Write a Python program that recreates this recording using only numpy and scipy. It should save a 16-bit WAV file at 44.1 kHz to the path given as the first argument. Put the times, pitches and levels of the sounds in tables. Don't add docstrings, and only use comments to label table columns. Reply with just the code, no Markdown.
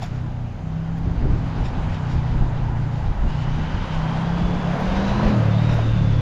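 import sys
import numpy as np
from scipy import signal
from scipy.fft import rfft, irfft, next_fast_len
from scipy.io import wavfile

SR = 44100
rng = np.random.default_rng(int(sys.argv[2]) if len(sys.argv) > 2 else 0)


def rack_gain(trim_db):
    fader = np.asarray(trim_db, float)
    return 10 ** (fader / 20)


def wrap_up_sound(samples):
    columns = np.atleast_2d(samples).T
    tamed = np.clip(columns, -1, 1)
    steps = np.round(tamed * 32767).astype(np.int16)
    wavfile.write(sys.argv[1], SR, steps)


N = 273856

# time in seconds, roar in dB, brightness in dB (open sight line or leaves and cars).
CAR_PASS = [(0, -47.5, 3.2), (.5, -45, -4.5), (1, -45.5, -1.5), (1.5, -37, -2.5), (2.1, -36, -1),
            (2.5, -37.5, -4), (3.2, -37.5, -3), (3.7, -35, 1), (4.1, -32.5, -1), (4.5, -30.5, -2),
            (4.9, -28.5, -0.5), (5.18, -27, 0), (5.28, -24.5, -1.5), (5.4, -30, -1.5), (5.84, -33.5, 0.2),
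            (6.21, -39.5, 2)]
# frequency in Hz, level in dB.
ROAR_COLOUR = [(150, 15), (250, 2), (400, -4.5), (600, 0), (800, -3), (1000, 1), (1200, -6.5), (1700, -3.5),
               (2500, -43.5)]
# frequency in Hz, level in dB per Hz.
HISS_COLOUR = [(1000, 5), (1700, -3), (2500, 2), (3600, -5), (4500, -8), (6000, -15), (7500, -21),
               (10000, -25)]
# frequency in Hz, level in dB per Hz.
FIZZ_COLOUR = [(6000, -16), (8000, -2), (11000, -8.5), (16000, -3.5)]
# time in seconds, centre in Hz.
TREAD_NOTE = [(0, 726.4), (2, 829), (4.1, 854), (4.75, 661), (5.28, 538.4), (5.6, 620), (6.21, 531)]
# start in seconds, end in seconds, level in dB.
ABREAST_SWELL = [
    (5.23, 5.3, -24.5),
]

# time in seconds, firing rate in Hz.
FIRING_RATE = [(0.0, 30.62), (0.1, 31.08), (0.55, 29.86), (0.64, 31.77), (1.16, 33.22), (2.18, 30.72),
               (2.56, 29.38), (3.06, 28.6), (3.77, 31.47), (3.98, 31.46), (4.5, 35.17), (4.64, 34.33),
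               (5.26, 42.14), (5.31, 41.9), (5.41, 37.2), (5.48, 35.67), (5.67, 38.82), (6.21, 34.64)]
# multiple of the firing rate, level in dB beside the third order.
WITH_THIRD_ORDER = [(2, -15.5)]
# multiple of the firing rate, level in dB beside the first order.
WITH_FIRST_ORDER = [(15, -14), (9, -19)]
# multiple of the firing rate, level in dB beside the growing upper level.
UPPER_ORDERS = [(6, 2), (7, 0), (8, 0.5), (9, -7), (10, -8.5), (11, -21), (12, -9), (14, -11.5), (17, -11),
                (19, -9.5), (21, -15.5), (24, -10.5)]
# start in
# seconds, end in seconds, level in dB.
FIRST_FOCUS = [
    (5.86, 6.3, -31),
]
THIRD_FOCUS = [
    (.05, .5, -59),
    (1.85, 2.08, -32),
    (5.1, 5.2, -22.5),
    (5.3, 6.3, -18),
]
FOURTH_FOCUS = [(.1, .5, -29.5), (1.6, 1.8, -31.5), (2.02, 3.0, -24.5), (3.35, 3.6, -25.5),
                (4.03, 4.55, -29), (4.62, 4.82, -26), (5.36, 5.78, -23.5), (5.94, 6.3, -20)]
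FIFTH_FOCUS = [(0, .45, -35), (.62, 1.14, -27), (1.35, 1.6, -32), (1.8, 2.35, -27), (2.42, 3.07, -27),
               (3.32, 3.64, -24), (3.66, 3.8, -29), (3.9, 4.56, -23), (4.62, 4.76, -23),
               (4.83, 5.38, -22.5), (5.43, 5.7, -25), (5.94, 6.1, -23.5)]
EIGHTH_FOCUS = [
    (.12, .55, -39),
    (1.3, 2.1, -40),
    (5.0, 5.35, -37),
]
# start in seconds, end in seconds, lift in dB.
THROTTLE_BITE = [
    (4.3, 4.65, 5),
    (4.8, 5.28, 9),
]
# start in seconds, end in seconds, level in dB.
WHINE_FOCUS = [
    (3.25, 3.55, -50),
    (3.6, 4.7, -48),
    (4.87, 5.35, -47.5),
    (5.47, 6.3, -47),
]
# time in seconds, frequency in Hz, level in dB.
IDLING_LINE = [(0, 113.1, -27.5), (.25, 128, -40), (.5, 118.3, -42), (.9, 120, -34), (1.4, 121.3, -26),
               (1.7, 118, -33.5), (2, 119.3, -54)]

# time in seconds, level in dB, rise in seconds, centre in Hz, spread in octaves.
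SHOE_SCUFFS = [(.028, -34, .012, 3300, 1.6), (.03, -39, .015, 15000, .5), (1.662, -36, .018, 2800, 1.3),
               (2.13, -41, .035, 2600, 1.5), (3.95, -43, .022, 3000, 1.4), (1.95, -45, .03, 2800, 1.4),
               (2.93, -49, .02, 3500, 1.3), (3.3, -48, .02, 4200, 1.3), (3.42, -48, .02, 4200, 1.3),
               (4.803, -40, .003, 14000, .6), (5.695, -29, .004, 1400, 1.2), (5.742, -36, .03, 1800, 2.0),
               (5.745, -40, .025, 14000, .6)]
# time in seconds, level in dB, ring in Hz.
GRIT_TICKS = [(.141, -42, 12700), (.985, -35, 12200), (.986, -43, 9743), (4.8, -34, 12400),
              (5.233, -36, 7993)]
# time in seconds, level in dB, pitch in Hz, 60 dB decay in seconds.
HEEL_KNOCKS = [
    (.022, -25, 803, 0.07),
    (.031, -23.5, 710, 0.05),
    (5.789, -13.5, 663, 0.031),
]

# time in seconds, peak in dB, half length in seconds, sharpness of the edge in dB.
WIND_GUSTS = [(.2, -37.5, 0.11, -11), (0.71, -35, 0.051, -20), (1.09, -17.5, 0.062, -16),
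              (1.174, -17.5, 0.024, -27), (1.237, -19.5, .03, -6.5), (1.318, -16, 0.067, -13.5),
              (1.462, -28, 0.039, -13.5), (1.608, -19, 0.059, -14.5), (1.82, -23, .1, -25),
              (1.93, -28.5, 0.045, -17), (2.167, -18, 0.053, -24), (2.423, -16.5, 0.11, -27),
              (2.621, -25, 0.084, -22), (2.802, -30, 0.1, -15), (3.072, -17.5, 0.057, -32),
              (3.25, -16, .07, -27), (3.468, -26, 0.095, -19), (3.717, -22.5, 0.15, -23),
              (4.002, -29, .06, -21), (4.426, -23, 0.13, -16), (4.953, -22.5, 0.079, -10),
              (5.107, -24.5, .05, -15), (5.271, -17.5, 0.045, -22), (5.82, -26.5, 0.19, -7),
              (6.111, -26.5, 0.12, -9)]
# frequency in Hz, level in dB.
COVERED_MICROPHONE = [(20, -3), (7000, -1), (7550, -10), (7800, -14.5), (8300, -19.5), (9000, -16),
                      (10000, -12), (11300, -16.5), (12500, -16), (14000, -26.5), (16000, -31)]
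# start in seconds, end in seconds, share removed in dB.
DULL_TOP = [
    (1.35, 2.88, 0),
    (3.35, 4.72, 0),
]

FAR_DB = -38


def tyres():
    roar_db, bright_db = in_time(CAR_PASS)
    near_db = roar_db - FAR_DB
    roar_tilt_db = 2.5 - 0.27 * near_db + 0.83 * bright_db
    roar = rack_gain(roar_db + 2.5) * banded_noise(ROAR_COLOUR, patchy_db=0.78, tilt_db=roar_tilt_db)

    hiss_db = -47 + 0.67 * near_db + bright_db
    hiss = rack_gain(hiss_db + 3.5) * banded_noise(HISS_COLOUR, patchy_db=0.92)
    fizz_db = -79 + 0.88 * near_db + 0.55 * bright_db
    air_tilt_db = 1.5 * (fizz_db + 71)
    fizz = rack_gain(fizz_db + 20) * banded_noise(FIZZ_COLOUR, patchy_db=-1.5, tilt_db=air_tilt_db)

    tread_hz, = in_time(TREAD_NOTE)
    tread_db = -40 + 0.57 * near_db + 1.5 * drift(2.5)
    tread = gliding_band(tread_hz, tread_db, width_hz=160)
    swell = gliding_band(tread_hz, spells(ABREAST_SWELL, -68), width_hz=90)
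    return roar + tread + swell + hiss + fizz


def motorcycle():
    waver_db, jitter_rad = 0.8, 0.15
    firing_hz, = in_time(FIRING_RATE)
    turn = 2 * np.pi * np.cumsum(firing_hz) / SR
    first_db = spells(FIRST_FOCUS, -43)
    third_db = spells(THIRD_FOCUS, -33.5)
    orders = [(1, first_db), (3, third_db)]
    orders += [(4, spells(FOURTH_FOCUS, -39.5)), (5, spells(FIFTH_FOCUS, -42.5))]
    orders += [(8, spells(EIGHTH_FOCUS, -70))]
    orders += [(k, third_db + db) for k, db in WITH_THIRD_ORDER]
    orders += [(k, first_db + db) for k, db in WITH_FIRST_ORDER]

    upper_db = -46 + 0.74 * np.arange(N) / SR
    bite_db = spells(THROTTLE_BITE, 0)
    for k, db in UPPER_ORDERS:
        echo_db = 2.13 * drift(5.3)
        orders.append((k, upper_db + db + bite_db * (k >= 12) + echo_db))

    exhaust = np.zeros(N)
    for k, db in orders:
        level = rack_gain(db + waver_db * drift(22))
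        wander = jitter_rad * np.sqrt(k / 3) * drift(4.5)
        exhaust += level * np.sin(k * turn + wander + rng.uniform(0, 2 * np.pi))
    return np.sqrt(2) * exhaust


def gears():
    teeth_per_firing = 98
    hz = teeth_per_firing * in_time(FIRING_RATE)[0]
    db = spells(WHINE_FOCUS, -67)
    shaky = np.sin(2 * np.pi * np.cumsum(hz) / SR + 1.8 * drift(70))
    return rack_gain(db - 5) * shaky + gliding_band(hz, db - 3, width_hz=120)


def footsteps():
    fall_s = 0.027
    t, out = np.arange(N) / SR, np.zeros(N)
    grains = rng.standard_normal(N) * rack_gain(2 * drift(300))
    bands = []
    for hz in 600 * 2 ** np.arange(0, 5, .5):
        bands.append((hz, rms_one(band(grains, hz / 2 ** .25, hz * 2 ** .25))))

    for s, db, rise_s, centre_hz, spread in SHOE_SCUFFS:
        shape = np.exp(-np.where(t < s, ((s - t) / rise_s) ** 2, (t - s) / fall_s))
        for hz, noise in bands:
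            octaves_off = np.log2(hz / centre_hz)
            out += shape * rack_gain(db - 3 - 6 * (octaves_off / spread) ** 2) * noise

    for s, db, hz in GRIT_TICKS:
        out += ring(s, db, hz, t60=.006)
    for s, db, hz, t60 in HEEL_KNOCKS:
        out += ring(s, db, hz, t60)
        out += ring(s + .003, db - 7, hz * 1.25, t60 / 2)
    return out


def idling():
    hz, db = in_time(IDLING_LINE)
    return np.sqrt(2) * rack_gain(db) * np.sin(2 * np.pi * np.cumsum(hz) / SR)


def wind():
    breeze_db, breeze_edge_db = -31.5, -52.5
    t = np.arange(N) / SR
    push, sharp = rack_gain(breeze_db), rack_gain(breeze_edge_db)
    for s, db, half_s, sharp_db in WIND_GUSTS:
        gust = rack_gain(db) * np.exp(-((t - s) / half_s) ** 2)
        push = push + gust
        sharp = sharp + gust * rack_gain(sharp_db)

    wind_swing_db = 20 * np.log10(push) - breeze_db
    car_swing_db = in_time(CAR_PASS)[0] - FAR_DB
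    rumble_db = -37 + 0.44 * wind_swing_db + 0.35 * car_swing_db + 4 * drift(6.6)

    white = rng.standard_normal((3, N))
    buffet = rms_one(band(white[0], 9.1, 65))
    edge = rms_one(band(white[1], 150, 354) * rack_gain(1.1 * drift(21)))
    rumble = rms_one(band(white[2], 65, 210))
    return push * buffet + sharp * edge + rack_gain(rumble_db) * rumble


def rms_one(x):
    return x / np.sqrt(np.mean(x ** 2) + 1e-20)


def in_time(rows):
    s, *columns = np.transpose(rows)
    return [np.interp(np.arange(N) / SR, s, c) for c in columns]


def at_hz(points, hz):
    point_hz, point_db = np.transpose(points)
    return np.interp(np.log(hz), np.log(point_hz), point_db)


def spells(rows, between_db):
    edge_s = 0.047
    t = np.arange(0, N + 64, 64) / SR
    lift = 0
    for start, end, db in rows:
        plateau = (np.tanh((t - start) / edge_s) - np.tanh((t - end) / edge_s)) / 2
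        lift = lift + rack_gain(db) * plateau
    level_db = 20 * np.log10(rack_gain(between_db) + np.abs(lift))
    return np.interp(np.arange(N) / SR, t, level_db)


def drift(rate):
    r = np.exp(-16 * np.pi * rate / SR)
    slow = signal.lfilter([1], [1, -2 * r, r * r], rng.standard_normal(N // 8 + 8002))
    slow = slow[8000:]
    return np.interp(np.arange(N) / 8, np.arange(len(slow)), rms_one(slow - slow.mean()))


def band(x, low_hz, high_hz):
    edges_hz = [low_hz, min(high_hz, SR * .45)]
    return signal.sosfilt(signal.butter(2, edges_hz, "band", fs=SR, output="sos"), x)


def banded_noise(spectrum, patchy_db, tilt_db=0):
    low, high = spectrum[0][0], spectrum[-1][0]
    edges = np.geomspace(low, high, int(3 * np.log2(high / low)) + 2)
    white = rng.standard_normal((2, N))
    together, out = drift(7.6), 0
    for k, (a, b) in enumerate(zip(edges, edges[1:])):
        hz = np.sqrt(a * b)
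        octaves = np.clip(np.log2(hz / np.sqrt(low * high)), -1, 1)
        flicker_db = patchy_db * (0.96 * together + drift(4.3))
        level_db = at_hz(spectrum, hz) + tilt_db * octaves + flicker_db
        out = out + rack_gain(level_db) * band(white[k % 2], a, b)
    return rms_one(out)


def gliding_band(hz, db, width_hz):
    turn = 2 * np.pi * np.cumsum(hz) / SR
    return rack_gain(db) * (drift(width_hz) * np.cos(turn) + drift(width_hz) * np.sin(turn))


def ring(s, db, hz, t60):
    t = np.maximum(np.arange(N) / SR - s, 0)
    return rack_gain(db - 60 * t / t60) * np.sin(2 * np.pi * hz * t)


def scene():
    mix = tyres() + motorcycle() + gears() + footsteps() + idling() + wind()
    return mix[None]


def roll_off(x):
    return signal.sosfilt(signal.butter(12, 15720, fs=SR, output="sos"), x)


def record(dry):
    size = next_fast_len(N + 4096)
    colour = rack_gain(at_hz(COVERED_MICROPHONE, np.fft.rfftfreq(size, 1 / SR) + 1))
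    self_noise = rack_gain(-59.5) * band(rng.standard_normal(N), 9000, 16000)
    full = irfft(rfft(dry + self_noise, size) * colour, size)[:, :N]

    low_pass = signal.cheby2(8, 30, 13300, fs=SR, output="sos")
    top = full - signal.sosfiltfilt(low_pass, full)
    return roll_off(full - top * rack_gain(spells(DULL_TOP, -80)))


dry = scene()
out = record(dry)
wrap_up_sound(out)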